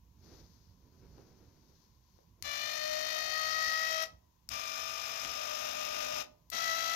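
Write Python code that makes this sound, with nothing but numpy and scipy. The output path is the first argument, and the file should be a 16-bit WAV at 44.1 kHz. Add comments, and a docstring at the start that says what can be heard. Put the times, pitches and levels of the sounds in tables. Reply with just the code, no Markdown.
"""A workshop: a linear actuator on a steel frame runs out, back and out again from a hand-held rocker switch.
Its twelve-slot DC motor whines through the frame's resonances, the gears add shaft orders, and the
brushes rasp through the housing, swelling once a turn. The switch clicks at each press and release.
A glove and sleeve rustle near the two microphones, over handling rumble and a quiet hiss."""
import sys
import numpy as np
from scipy import signal
from scipy.fft import rfft, irfft, next_fast_len
from scipy.io import wavfile
from scipy.ndimage import map_coordinates

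SR = 44100
rng = np.random.default_rng(int(sys.argv[2]) if len(sys.argv) > 2 else 0)


def dump(signal):
    """Clip the signal to [-1, 1] and save it as 16-bit WAV at the path in sys.argv[1]."""
    limited = np.clip(np.atleast_2d(signal).T, -1, 1)
    pcm = np.round(limited * 32767).astype(np.int16)
    wavfile.write(sys.argv[1], SR, pcm)


N = 306495
SLOTS = 12


def amp(db):
    """Decibels to gain."""
    return 10 ** (np.asarray(db) / 20)


def unit(x):
    """Scale to rms 1."""
    return x / np.sqrt(np.mean(x ** 2) + 1e-20)


def along(points, hz):
    """Interpolate (frequency [Hz], value) points on a log axis."""
    f, v = np.transpose(points)
    return np.interp(np.log(hz + 1), np.log(f + 1), v)


def lift(resonances, hz):
    """Summed gain [dB] of resonances at hz."""
    return sum(db / (1 + (2 * (hz - centre) / width) ** 2) for centre, width, db in resonances)


def swell(t, middle_s, half_s):
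    """Gaussian rise and fall, peak 1."""
    return np.exp(-((t - middle_s) / half_s) ** 2)


def wobble(t, rate_hz):
    """Smooth random curve, knots at rate_hz."""
    return map_coordinates(rng.standard_normal(int(N * rate_hz / SR) + 4), [t * rate_hz], mode="mirror")


def filtered(x, response):
    """Apply a frequency response."""
    size = x.shape[-1]
    padded = next_fast_len(size + 8192)
    return irfft(rfft(x, padded) * response(np.fft.rfftfreq(padded, 1 / SR)), padded)[..., :size]


def noise(size, spectrum):
    """Coloured noise, rms 1."""
    return unit(filtered(rng.standard_normal(size), lambda hz: amp(along(spectrum, hz))))


def add(track, start_s, sound):
    """Mix a sound into a track."""
    part = track[round(start_s * SR):][:len(sound)]
    part += sound[:len(part)]


def ambient(spectrum, shared):
    """Stereo noise, partly common to both microphones; mid at rms 1."""
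    # balance: (frequency [Hz], left minus right [dB])
    balance = [(60, -4.5), (200, -8), (700, 1.5), (1290, 6.5), (2400, 1), (4400, 17.5), (8000, 15),
               (15000, 3)]
    pair = np.sqrt(shared) * rng.standard_normal(N) + np.sqrt(1 - shared) * rng.standard_normal((2, N))
    pair = filtered(pair, lambda hz: amp(along(spectrum, hz) + np.outer([.5, -.5], along(balance, hz))))
    return pair / np.std(pair.mean(axis=0))


def hiss(level_db=-77.5):
    """Steady background hiss."""
    # (frequency [Hz], density [dB])
    spectrum = [(100, 2), (400, 1.5), (800, 0), (1000, 12.5), (1250, -7), (2800, -5.5), (4600, -9.5),
                (6500, -6), (8400, -23.5), (11000, -12), (13700, -3.5), (15500, -10)]
    return amp(level_db) * ambient(spectrum, shared=0.13)


def handling(rumble_db=-69.5):
    """Glove and sleeve rub as the arm moves; the hand-held microphones rumble and get bumped."""
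    # arm movements: (middle [s], half length [s], glove [dB], sleeve [dB])
    rubs = [(0.333, 0.11, -63, -68.5), (.52, 0.23, -79, -74), (1.173, 0.29, -65, -75),
            (1.524, 0.18, -72.5, -84), (1.787, 0.18, -81.5, -75), (2.163, 0.12, -87, -77.5),
            (2.398, 0.028, -73, -90), (5.28, 0.049, -63, -85), (5.937, 0.27, -65.5, -86),
            (6.562, 0.045, -56.5, -90)]
    # hand bumps: (middle [s], half length [s], level [dB])
    bumps = [(0.502, 0.51, -61.5), (1.143, 0.18, -61.5), (1.704, 0.35, -66), (2.16, .03, -71),
             (2.44, 0.053, -58.5), (3.68, 0.031, -58), (4.136, 0.054, -63), (4.526, 0.042, -57),
             (5.273, .05, -59), (6.15, .05, -62)]
    # noise spectra: (frequency [Hz], density [dB])
    glove_spectrum = [(120, -1.5), (250, 2.5), (380, 3), (600, -7), (1200, -15.5), (2500, -22.5),
                      (6000, -48)]
    sleeve_spectrum = [(500, -4), (1500, -1.5), (2800, -6.5), (4500, 2), (6300, 2), (8400, -28.5),
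                       (11000, -12), (13700, -4), (15500, -23)]
    rumble_spectrum = [(20, -22), (40, -9), (58, 2), (100, -2.5), (170, -9), (300, -20), (700, -39),
                       (2000, -67)]
    t = np.arange(N) / SR
    glove = sum(amp(db) * swell(t, s, half_s) for s, half_s, db, _ in rubs)
    sleeve = sum(amp(db) * swell(t, s, half_s) for s, half_s, _, db in rubs)
    bumping = sum(amp(db) * swell(t, s, half_s) for s, half_s, db in bumps)
    rumble = np.hypot(amp(rumble_db), bumping)
    return (glove * amp(2.5 * wobble(t, 35)) * ambient(glove_spectrum, shared=0.7)
            + sleeve * amp(1.1 * wobble(t, 40.1)) * ambient(sleeve_spectrum, shared=0.13)
            + rumble * amp(1.5 * wobble(t, 16)) * ambient(rumble_spectrum, shared=1.0))


def workshop(x):
    """Room reverberation at each microphone; treble dies first."""
    # room decay: (frequency [Hz], T60 [s])
    decay = [(200, 0.67), (1500, 0.26), (5000, 0.26), (13000, 0.18)]
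    hz, t, bins = signal.stft(rng.standard_normal((2, SR // 2)), SR, nperseg=256)
    tail = signal.istft(bins * amp(-60 * t / along(decay, hz)[:, None]), SR, nperseg=256)[1]
    tail = np.pad(tail / np.linalg.norm(tail[0]), ((0, 0), (SR // 200, 0)))  # 5 ms pre-delay
    return signal.fftconvolve(x[None], tail, axes=1)[:, :N]


def microphones(x, room_db):
    """Direct sound plus room; on the right the direct sound is later and duller."""
    # balance of direct sound and of room: (frequency [Hz], left minus right [dB])
    direct_balance = [(200, -0.5), (380, 1.5), (700, 10.5), (1290, 10.5), (2380, 18), (4400, 35.5),
                      (8120, 33)]
    room_balance = [(300, -6), (700, -5.5), (1300, -2.5), (2400, 1.5), (4400, 8), (8000, 20)]
    # direct phase: (frequency [Hz], left lead [rad])
    lead = [(100, 0.14), (300, 0.49), (560, 2.58), (860, 1.78), (1460, 3.6), (1980, 5.35), (3700, 10.6)]
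    pair = lambda right_gain: 2 * np.array([np.ones_like(right_gain), right_gain])
    right = lambda hz: amp(-along(direct_balance, hz)) * np.exp(-1j * along(lead, hz))
    direct = filtered(x, lambda hz: pair(right(hz)) / np.abs(1 + right(hz)))
    room = filtered(workshop(x), lambda hz: pair(amp(-along(room_balance, hz))))
    return direct + amp(room_db) * room


def switch(snap_db=-5, knock_db=-3, snap_t60_s=0.0093, knock_t60_s=0.0081, hold_s=0.0004, rise_s=0.00052):
    """Each contact snaps and knocks the plastic body that holds it."""
    # contacts and small knocks: (time [s], level [dB], knock [dB], snap brightness [dB])
    clicks = [(1.1811, -48, 8, -44), (2.188, -58.5, 7, -44), (2.4244, -22.5, -20, -16.5),
              (4.0259, -31.5, -6, -8), (4.4897, -27, -26, -13), (5.2477, -7.5, -38, -48),
              (6.2124, -19, -17, -44), (6.5007, -36, -27, -4)]
    # contact and body spectra: (frequency [Hz], density [dB])
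    snap_spectrum = [(300, -43), (1200, -8.5), (3000, -4), (5200, 7.5), (7000, 1), (8500, -7), (13000, 4.5),
                     (15500, -12)]
    knock_spectrum = [(120, -4), (350, 10), (900, 1.5), (1800, -15), (3000, -17), (6000, -48)]
    track, t = np.zeros(N), np.arange(SR // 10) / SR
    for s, db, low_db, bright_db in clicks:
        tilt = lambda hz: amp((bright_db + 12.5) * np.clip(hz / 12000, 0, 1))
        snap = filtered(noise(len(t), snap_spectrum), tilt)
        snap *= amp(snap_db - 60 * np.maximum(t - hold_s, 0) / snap_t60_s)
        knock = noise(len(t), knock_spectrum) * amp(knock_db + low_db - 60 * t / knock_t60_s)
        add(track, s, amp(db) * (1 - np.exp(-t / rise_s)) * (snap + knock))
    return track


def whirr(t, off_s, end_db=-51.5, growth_db_per_s=7):
    """Gear noise grows as the rod nears home."""
    # gears: (frequency [Hz], density [dB])
    spectrum = [(250, -13), (450, -10), (800, -7), (1500, -28), (2300, -14), (2620, 2.5), (2800, 4.5),
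                (3100, -25), (4500, -52), (11000, -61), (13200, -29), (15500, -23)]
    return amp(end_db + growth_db_per_s * np.minimum(t - off_s, 0)) * noise(len(t), spectrum)


def rasp(turns, going_out, swell_db, repeat, slot_db=2.5, fizz_hz=6940, fizz_db=1, points=860):
    """Brush and gear friction, partly alike each turn, swells per turn and slot and rings the housing."""
    # housing radiation: (frequency [Hz], gain [dB])
    housing = [(100, -15), (400, -17.5), (520, -6.5), (700, -2), (950, -8.5), (1700, -4.5), (2600, -1.5),
               (4000, -1), (6200, 1.5), (7300, -8.5), (8400, -20.5), (11000, -16), (13200, -7),
               (15500, -27)]
    # resonances and hollows by thrust direction: (centre [Hz], width [Hz], gain [dB])
    rings_out = [(1950, 320, 8), (4270, 300, 3.5), (5760, 50, 10)]
    rings_back = [(674, 150, 1), (1250, 500, 4.5), (2450, 390, 5), (4460, 160, -11), (5260, 54, 15),
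                  (13000, 600, -0.5)]
    rings = rings_out if going_out else rings_back
    surface = unit(irfft(np.exp(2j * np.pi * rng.random(points // 2 + 1))))  # roughness of one turn
    repeating = map_coordinates(surface, [turns % 1 * points], mode="grid-wrap")
    friction = np.sqrt(repeat) * repeating + np.sqrt(1 - repeat) * rng.standard_normal(len(turns))
    per_turn = np.cos(2 * np.pi * turns)
    per_slot = np.cos(2 * np.pi * SLOTS * turns)
    contact = friction * amp(swell_db * per_turn + slot_db * per_slot)
    fizz = filtered(contact, lambda hz: hz > fizz_hz)  # brush sparking swells harder
    contact = contact - fizz + fizz * unit(amp(fizz_db * per_turn))
    return unit(filtered(contact, lambda hz: amp(along(housing, hz) + lift(rings, hz))))


def whine(t, turns, shaft_hz, going_out, waver_db=1.44, drift_cycles=0.05, edge_s=0.012):
    """Rotor tones, strongest at slot multiples, swell or sink as they cross the frame's resonances."""
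    # tones: (shaft order, rounded in use [1], going out [dB], going back [dB])
    orders = [(5, -77.5, -73), (7, -81, -78.5), (9, -87, -83), (11, -75, -67), (12, -59.5, -67),
              (13, -69, -68.5), (14, -70, -86.5), (23, -69.5, -59.5), (24, -58.5, -56), (25, -64, -62),
              (26, -72.5, -69.5), (29, -70, -66.5), (36, -54, -65.5), (37, -67, -74), (48, -55, -57.5),
              (50, -67, -61), (60, -52, -63.5), (72.37, -52, -58), (84.4, -49.5, -81), (95.34, -57, -63),
              (106, -84, -58.5), (105, -61.5, -63)]
    # steel frame resonances and dead spots: (centre [Hz], width [Hz], gain [dB])
    frame = [(255.3, 16, 3.5), (581, 42, -5.5), (615.4, 14.5, 14), (661, 60, 6), (720.6, 42, 11),
             (1317, 100, 5), (1904, 97, 11), (2360, 75, 8), (3350, 120, -3), (4410, 88, 5.5),
             (4570, 118, -19), (5005, 160, 8), (5090, 170, 2), (5620, 120, 12)]
    # one tone leaps out: (start [s], end [s], shaft order [1], gain [dB])
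    surges = [(3.319, 4.046, 24, 9.5), (4.537, 5.25, 24, 2), (3.32, 3.895, 36, 3.5), (3.89, 4.07, 12, 6),
              (5.36, 6.26, 12, 8), (6.577, 7.0, 24, 7.5), (6.623, 6.71, 36, 6), (6.885, 6.958, 36, 5)]
    total = np.zeros(len(t))
    for order, out_db, back_db in orders:
        order = round(order)
        tone_db = out_db if going_out else back_db
        surge_db = sum(db * np.clip(np.minimum(t - start_s, end_s - t) / edge_s, 0, 1)
                       for start_s, end_s, which, db in surges if which == order)
        level = amp(tone_db + lift(frame, order * shaft_hz) + surge_db + waver_db * wobble(t, 25))
        cycles = order * turns + rng.random() + drift_cycles * wobble(t, 9)
        total += level * np.sqrt(2) * np.sin(2 * np.pi * cycles)
    return total


def stroke(run, pitch, going_out, attack_s=0.012, brake_s=0.016, growth_db_per_s=1.1, uneven_db=0.77):
    """One motor run: the fluttering shaft settles to speed and drives both whine and rasp."""
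    on_s, off_s, whine_db, rasp_db, swell_db, flutter_turns, repeat = run
    slot_hz, creep_hz_per_s, sag_hz, settle_s = pitch
    t = np.arange(round(on_s * SR), min(N, round((off_s + .2) * SR))) / SR
    shaft_hz = (slot_hz + creep_hz_per_s * (t - on_s) - sag_hz * swell(t, on_s, settle_s)) / SLOTS
    turns = np.cumsum(shaft_hz) / SR + flutter_turns * wobble(t, 130)
    attack = 1 - np.exp(-np.abs(t - on_s) / attack_s)
    release = np.exp(-np.maximum(t - off_s, 0) / brake_s)
    brush_db = rasp_db + growth_db_per_s * (t - (on_s + off_s) / 2) + uneven_db * wobble(t, 30)
    sound = amp(whine_db) * whine(t, turns, shaft_hz, going_out)
    sound += amp(brush_db) * rasp(turns, going_out, swell_db, repeat)
    if not going_out:
        sound += whirr(t, off_s)
    track = np.zeros(N)
    add(track, on_s, attack * release * sound)
    return track


def actuator():
    """The rod goes out, back and out again."""
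    # motor runs: (on [s], off [s], whine [dB], rasp [dB], swell per turn [dB], flutter [turns],
    # repeating share of rasp [0-1])
    runs = [(2.435, 4.037, 0.34, -43.5, 2.5, 0.002, 0.4), (4.498, 6.216, -1, -43.5, 1.7, 0.0012, 0.4),
            (6.515, 7.0, 0.35, -40.5, 2, 0.002, 0.5)]
    # slot tone per run: (pitch [Hz], creep [Hz/s], starting sag [Hz], settling [s])
    pitches = [(605.3, 23, 23, .27), (609.7, 0.306, 14, .72), (649, 23, -6.5, .13)]
    return sum(stroke(run, pitch, going_out)
               for run, pitch, going_out in zip(runs, pitches, (True, False, True)))


def scene():
    """Actuator and switch in the room, over handling noise and hiss."""
    return microphones(actuator(), room_db=-15) + microphones(switch(), room_db=-9.5) + handling() + hiss()


def record(dry, top_hz=15800):
    """Brick-wall low-pass."""
    return filtered(dry, lambda hz: hz < top_hz)


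dry = scene()
out = record(dry)
dump(out)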